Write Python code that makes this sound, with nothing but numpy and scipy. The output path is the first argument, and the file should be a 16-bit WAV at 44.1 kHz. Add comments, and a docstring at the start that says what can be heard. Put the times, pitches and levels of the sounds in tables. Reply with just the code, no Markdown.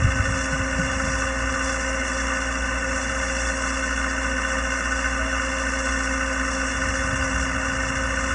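"""A four-cylinder diesel drives the hydraulic pump of a cable winch on an open truck deck, at nearly steady speed.
Exhaust harmonics drone, each firing strikes the block's modes, and loose parts clatter as modulated resonances.
The nine-piston pump whines in tones locked to the crank; oil hisses as broad noise and narrow bands that surge.
A short faint groan, perhaps the cable in its sheave, is a rising tone. Wind is low noise with decaying thumps:
puffs on the microphone at the start and a light rumble near the end."""
import sys
import numpy as np
from scipy import signal
from scipy.fft import rfft, irfft
from scipy.io import wavfile

SR = 44100
rng = np.random.default_rng(int(sys.argv[2]) if len(sys.argv) > 2 else 0)


def put_to_file(sound):
    """Save the sound as 16-bit audio at rate SR, in the file named by the first command-line argument."""
    columns = np.atleast_2d(sound).T  # one column per channel
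    safe = np.clip(columns, -1, 1)
    whole_steps = np.round(safe * 32767)
    wavfile.write(sys.argv[1], SR, whole_steps.astype(np.int16))


N = 367794
TIME = np.arange(N) / SR   # s


def from_db(db):
    """Logarithmic level: decibels to amplitude gain."""
    return 10 ** (np.asarray(db) / 20)


def rms_one(x):
    """Normalisation: scale to unit mean power."""
    return x / np.sqrt(np.mean(x ** 2) + 1e-20)


def in_time(rows):
    """Linear interpolation: each column of a curve at every sample."""
    seconds, *columns = np.transpose(rows)
    return [np.interp(TIME, seconds, column) for column in columns]


def envelope(start, hold, attack, release):
    """Linear growth toward 1; exponential decay sets in once the hold, counted from the start, is over."""
    age = TIME - start
    rise = np.clip(age / attack, 0, 1)
    fall = np.exp(-np.maximum(age - hold, 0) / release)
    return rise * fall


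def drift(rate):
    """Low-passed random fluctuation: mostly slower than the rate in Hz, with unit rms."""
    hz = np.arange(N // 2 + 1) * SR / N
    lowpass = 1 / (1 + (hz / rate) ** 4)
    return rms_one(irfft(rfft(rng.standard_normal(N)) * lowpass, N))


def noise(spectrum):
    """Spectral shaping: noise of the given dB per Hz, falling steeply beyond both ends."""
    hz = np.maximum(np.arange(N // 2 + 1) * SR / N, 1)
    points, db = np.transpose(spectrum)
    skirts = np.minimum(1, np.minimum(hz / points[0], points[-1] / hz)) ** 12
    gain = from_db(np.interp(np.log(hz), np.log(points), db)) * skirts
    return irfft(rfft(rng.standard_normal(N)) * gain, N) * np.sqrt(SR / 2)


def ring(force, hz, width):
    """Double resonance: the envelope of a unit click's response swells to height 1 and dies away."""
    damping = np.pi * width / SR
    pole = np.exp(-damping + 2j * np.pi * hz / SR)
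    response = signal.lfilter([1], [1, -2 * pole, pole ** 2], force + 1e-18)
    return np.e * damping * response.real


def narrow_noise(bands):
    """Random excitation of resonances: noise rings in each band at its own rms level."""
    return sum(from_db(db) * rms_one(ring(rng.standard_normal(N), hz, width))
               for hz, width, db in bands)


def clicks(times, sizes):
    """Impulsive excitation: single-sample blows at the given seconds."""
    samples = np.clip(np.round(times * SR).astype(int), 0, N - 1)
    return np.bincount(samples, sizes, N)


# engine speed: [t/s, crank speed/(r/min)]
ENGINE_SPEED = [(0, 1778), (0.7, 1772), (1.3, 1774), (1.7, 1775.5), (2.2, 1774), (3.1, 1774), (3.8, 1772.2),
                (4.7, 1772.2), (5.3, 1774.8), (5.9, 1772.6), (6.6, 1770.5), (7.2, 1774.5), (7.8, 1770.6),
                (8.34, 1779)]


def engine_cycles():
    """Phase as the integral of speed: a four-stroke cycle takes two revolutions."""
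    rpm, = in_time(ENGINE_SPEED)
    return .01 + np.cumsum(rpm / 120) / SR


# exhaust harmonics: [multiple of the cycle rate, level before waver/dB rms]
EXHAUST_HARMONICS = [(4, -31), (8, -50.5), (12, -50), (13, -52.5), (16, -65), (17, -54), (21, -67),
                     (24, -53.5), (38, -60), (42, -57.5), (44, -51.5)]


def exhaust(cycles, waver_db):
    """Fourier synthesis: the silencer leaves a strong firing tone and weak overtones."""
    crest = cycles - .078   # all harmonics crest together at this share of the cycle
    out = np.zeros(N)
    for multiple, db in EXHAUST_HARMONICS:
        level = from_db(db + waver_db * drift(11.0))
        out += np.sqrt(2) * level * np.cos(2 * np.pi * multiple * crest)
    return out


# when each cylinder knocks: [share of the two-revolution cycle]
KNOCK_PHASES = [.0277, .2906, .5328, .7459]
# modes of block and covers: [f/Hz, width/Hz, nominal peak level/dB for cylinders 1, 2, 3, 4]
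BLOCK_MODES = [(985.0, 109.0, -47.0, -35.0, -54.0, -54.0), (1058.0, 32.0, -40.0, -46.0, -41.0, -38.0),
               (1178.0, 42.0, -33.0, -42.0, -50.0, -54.0), (1208.0, 20.0, -33.0, -39.0, -39.0, -43.0),
               (1249.0, 42.0, -36.0, -54.0, -38.0, -54.0), (1315.0, 58.0, -51.0, -54.0, -43.0, -33.0),
               (1469.0, 62.0, -31.0, -54.0, -38.0, -27.0), (1509.0, 37.0, -37.0, -54.0, -31.0, -54.0),
               (1557.0, 29.0, -42.0, -47.0, -33.0, -38.0), (1725.0, 20.0, -52.0, -40.0, -54.0, -54.0),
               (1804.0, 57.0, -44.0, -33.0, -33.0, -33.0), (1845.0, 46.0, -54.0, -33.0, -42.0, -51.0),
               (2055.0, 110.0, -40.0, -37.0, -43.0, -33.0), (2104.0, 25.0, -40.0, -36.0, -37.0, -45.0),
               (2667.0, 94.0, -36.0, -54.0, -50.0, -42.0), (2778.0, 55.0, -54.0, -44.0, -38.0, -41.0),
               (2828.0, 86.0, -51.0, -45.0, -37.0, -54.0)]
# overall gain of the knock: [t/s, gain/dB]
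KNOCK_GAIN = [(0, -1.2), (3.2, -1.1), (4.0, 0.1), (7.5, 0.06), (8.34, -1.2)]


def knock(cycles, jitter_s, uneven_db, mode_uneven_db):
    """Modal excitation: each cylinder strikes the block's modes in its own way, with random strength."""
    due = (np.arange(int(cycles[-1]) + 1)[:, None] + KNOCK_PHASES).ravel()
    due = due[due < cycles[-1]]
    cylinder = np.arange(len(due)) % len(KNOCK_PHASES)
    times = np.interp(due, cycles, TIME) + jitter_s * rng.standard_normal(len(due))
    force_db = uneven_db * rng.standard_normal(len(due))
    out = np.zeros(N)
    for hz, width, *cylinder_db in BLOCK_MODES:
        mode_db = mode_uneven_db * rng.standard_normal(len(due))
        blow_db = np.array(cylinder_db)[cylinder] + force_db + mode_db
        out += ring(clicks(times, from_db(blow_db)), hz, width)
    gain_db, = in_time(KNOCK_GAIN)
    return from_db(gain_db) * out


def shaking(cycles, depth, length, cylinder_db):
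    """Periodic amplitude modulation: a brief swell after every firing, at unit mean power."""
    age = (cycles - np.array(KNOCK_PHASES)[:, None]) % 1 / length   # length: share of a cycle
    swells = age * np.exp(1 - age)
    return rms_one(1 + depth * from_db(cylinder_db) @ swells)


# loose clatter of gears and sump: [f/Hz, width/Hz, level/dB rms]
CLATTER_MODES = [(1028, 187, -40.5), (1183, 43, -42.5), (1305, 99, -40.5), (1494.3, 61, -34.5),
                 (1796, 143, -37), (2010, 50, -44), (2164, 300, -44.5)]


def clatter(cycles):
    """Modulated resonant noise: every firing shakes the loose parts."""
    return narrow_noise(CLATTER_MODES) * shaking(cycles, depth=0.34, length=0.11,
                                                 cylinder_db=[2, -14.0, -1.5, -5.5])


# rocker cover resonances: [f/Hz, width/Hz, level/dB rms]
ROCKER_MODES = [(2661, 137, -42.5), (2777, 87, -45), (2853, 22, -49)]


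def rocker_buzz(cycles):
    """Modulated resonant noise: the cover buzzes strongly after each firing, .02 cycle late."""
    return narrow_noise(ROCKER_MODES) * shaking(cycles - .02, depth=2.1, length=0.046,
                                                cylinder_db=[-3.5, -11.0, -15, -5.5])


# thin high engine tones: [multiple of the cycle rate, level before waver/dB rms]
ENGINE_TONES = [(79, -45.5), (107, -48.5), (116, -47), (144, -62), (188, -51), (192, -52.5), (195, -55.5)]


def engine_tones(cycles, waver_db):
    """Fourier synthesis: thin high tones at multiples of the cycle rate, locked to the crank."""
    out = np.zeros(N)
    for multiple, db in ENGINE_TONES:
        level = from_db(db + waver_db * drift(2.8))
        out += np.sqrt(2) * level * np.sin(2 * np.pi * multiple * cycles)
    return out


# unsteady hum of the cooling fan: [f/Hz, width/Hz, level/dB rms]
FAN_HUM = [(624.6, 11.5, -49.5)]
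# dull noise of fan and frame: [f/Hz, spectral level/dB per Hz]
FRAME_RUMBLE = [(10, -77), (30, -67), (55, -69), (100, -72), (150, -72), (200, -67), (250, -58), (310, -74),
                (390, -77), (460, -71), (530, -59), (580, -69.5), (630, -65), (710, -75), (790, -65.5),
                (850, -79)]


def fan_and_frame():
    """Broadband radiation with one narrow resonance: dull noise and an unsteady fan hum."""
    return noise(FRAME_RUMBLE) + narrow_noise(FAN_HUM)


# pump tones: [multiple of the piston rate, level before swell and waver/dB rms]
PUMP_TONES = [(1, -35.5), (2, -36.5), (3, -51)]
# slow swell of the pump: [t/s, hum gain/dB, overtone gain/dB]
PUMP_SWELL = [(0.0, -1.7, -0.5), (0.6, 1.2, 0.4), (1.95, -0.8, 2.5), (2.25, -1.6, -1.5), (3.3, -2.8, 1),
              (3.75, 0.8, -1.5), (4.2, -0.7, -1.5), (4.5, -0.7, 0.8), (5.4, -0.6, -1), (5.55, -0.4, 1.5),
              (6.45, 2.0, -1.2), (7.05, 1.1, 0.5), (7.5, 2, -4), (8.34, -1.2, 1.5)]


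def pump(cycles, cycle_ripple, turn_ripple, waver_db):
    """Phase modulation: nine pistons pulse per revolution; uneven turning gives the whine side tones."""
    angle = 2 * np.pi * 18 * cycles   # nine strokes in each of two revolutions
    angle += cycle_ripple * np.sin(2 * np.pi * cycles)   # ripples in radians
    angle += turn_ripple * np.sin(2 * np.pi * 2 * cycles)
    tones = []
    for multiple, db in PUMP_TONES:
        level = from_db(db + waver_db * drift(4.8))
        tones.append(np.sqrt(2) * level * np.cos(multiple * angle))
    hum, *overtones = tones
    hum_db, overtone_db = in_time(PUMP_SWELL)
    return from_db(hum_db) * hum + from_db(overtone_db) * sum(overtones)


# oil hiss before the flow gain: [f/Hz, spectral level/dB per Hz]
HISS_SPECTRUM = [(3200, -108), (4500, -119.5), (5100, -82.5), (5500, -67), (5850, -68.5), (6050, -76),
                 (6500, -70.5), (6900, -77), (7500, -69), (8200, -90), (9000, -86), (9900, -87.5)]
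# narrow bands of noise in the hiss, before the flow gain: [f/Hz, width/Hz, level/dB rms]
HISS_BANDS = [(3450, 110, -57), (3469, 57, -50.5), (4004, 42, -72), (4206, 31, -57.5), (4505, 55, -63.5),
              (4877, 46, -52), (5887, 60, -45), (6487, 28, -49), (6930, 87, -52.5), (7960, 84, -49),
              (8420, 330, -53), (8870, 58, -55.5), (9350, 120, -57)]
# brief surges: [start t/s, hold/s, nominal rise/dB]
HISS_SURGES = [(1.0, 0.23, 2), (1.58, 0.093, 2.2), (2.0, 0.067, 3), (2.86, 0.12, 3.0), (3.297, 0.2, 2.2),
               (4.44, 0.052, 4), (4.926, 0.04, 6), (7.36, 0.065, 6), (8.04, 0.36, 1.5)]
SURGE_ATTACK_S, SURGE_RELEASE_S = 0.1, 0.026
FLOW_DB, FLOW_WANDER_DB, FLOW_WANDER_HZ = -1.25, 1, 2.2


def oil_hiss(cycles):
    """Flow noise: hiss of broad noise and narrow bands, wandering, surging and pulsing with the firings."""
    surge_db = sum(db * envelope(start, hold, SURGE_ATTACK_S, SURGE_RELEASE_S)
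                   for start, hold, db in HISS_SURGES)
    flow_db = FLOW_DB + surge_db + FLOW_WANDER_DB * drift(FLOW_WANDER_HZ)
    flow = from_db(flow_db) * (noise(HISS_SPECTRUM) + narrow_noise(HISS_BANDS))
    pulse = shaking(cycles, depth=0.12, length=0.034, cylinder_db=[-6.0, -6.5, 7.5, 8.0])
    flicker = from_db(0.89 * drift(47))
    return flow * pulse * flicker


GROAN_START_S, GROAN_HOLD_S, GROAN_ATTACK_S, GROAN_RELEASE_S = 5.17, .12, .03, 0.02
GROAN_HZ, GROAN_RISE_HZ_PER_S, GROAN_DB = 630, 180, -37.5   # starting pitch, glide, rms while held


def groan():
    """Frequency glide: a pure tone, perhaps the cable in its sheave, rises while it is held."""
    hz = GROAN_HZ + GROAN_RISE_HZ_PER_S * np.clip(TIME - GROAN_START_S, 0, GROAN_HOLD_S)
    swell = envelope(GROAN_START_S, GROAN_HOLD_S, GROAN_ATTACK_S, GROAN_RELEASE_S)
    tone = np.sin(2 * np.pi * np.cumsum(hz) / SR)
    return np.sqrt(2) * from_db(GROAN_DB) * swell * tone


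# relative wind spectrum: [f/Hz, relative spectral level/dB]
WIND_SPECTRUM = [(20, -12), (45, -4), (75, 9), (115, 2), (160, -1.5), (230, -7), (330, -26.5)]
# gusts on the microphone: [start t/s, hold/s, level before lumps/dB rms]
WIND_GUSTS = [(-.03, 0.34, -28.5), (0.49, 0.67, -34), (1.35, 0.17, -38), (2.9, .3, -42), (6.7, 2.1, -36.5),
              (7.027, .13, -33)]
# sudden low thumps: [t/s, nominal peak level/dB, f/Hz]
WIND_THUMPS = [(0.019, -21.5, 123), (0.0428, -11, 103), (.062, -14, 70.6), (.196, -19, 90.5),
               (.526, -20.5, 146), (0.598, -18, 94), (.788, -19, 171), (.828, -25, 127), (1.035, -31, 202),
               (7.121, -20, 112)]
GUST_ATTACK_S, GUST_RELEASE_S = 0.028, 0.12
LUMPS_DB, LUMPS_HZ = 2, 9.9   # turbulence
BREEZE_DB = -50.0   # light air between gusts, rms before lumps
THUMP_WIDTH_HZ = 44


def wind():
    """Addition of powers: gusts rise from a breeze as lumpy low noise; thumps are damped oscillations."""
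    gust_power = sum((from_db(db) * envelope(start, hold, GUST_ATTACK_S, GUST_RELEASE_S)) ** 2
                     for start, hold, db in WIND_GUSTS)
    lumps = from_db(LUMPS_DB * drift(LUMPS_HZ))
    strength = np.sqrt(from_db(BREEZE_DB) ** 2 + gust_power) * lumps
    thumps = sum(ring(clicks(np.array([start]), [from_db(db)]), hz, THUMP_WIDTH_HZ)
                 for start, db, hz in WIND_THUMPS)
    return strength * rms_one(noise(WIND_SPECTRUM)) + thumps


def scene():
    """Superposition: one crankshaft times the drone, knock, clatter, whine and the pulsing of the hiss."""
    cycles = engine_cycles()
    engine = exhaust(cycles, waver_db=1.6)
    engine += knock(cycles, jitter_s=.00003, uneven_db=2.06, mode_uneven_db=2.0)
    engine += clatter(cycles) + rocker_buzz(cycles)
    engine += engine_tones(cycles, waver_db=1.0) + fan_and_frame()
    whine = pump(cycles, cycle_ripple=0.096, turn_ripple=0.052, waver_db=0.5)
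    hydraulics = whine + oil_hiss(cycles)
    return (engine + hydraulics + groan() + wind())[None]


CUTOFF_HZ = 9950


def record(dry):
    """Elliptic low-pass filtering: the top is cut steeply."""
    lowpass = signal.ellip(12, .1, 80, CUTOFF_HZ, fs=SR, output="sos")   # ripple and stopband in dB
    return signal.sosfilt(lowpass, dry)


dry = scene()
out = record(dry)
put_to_file(out)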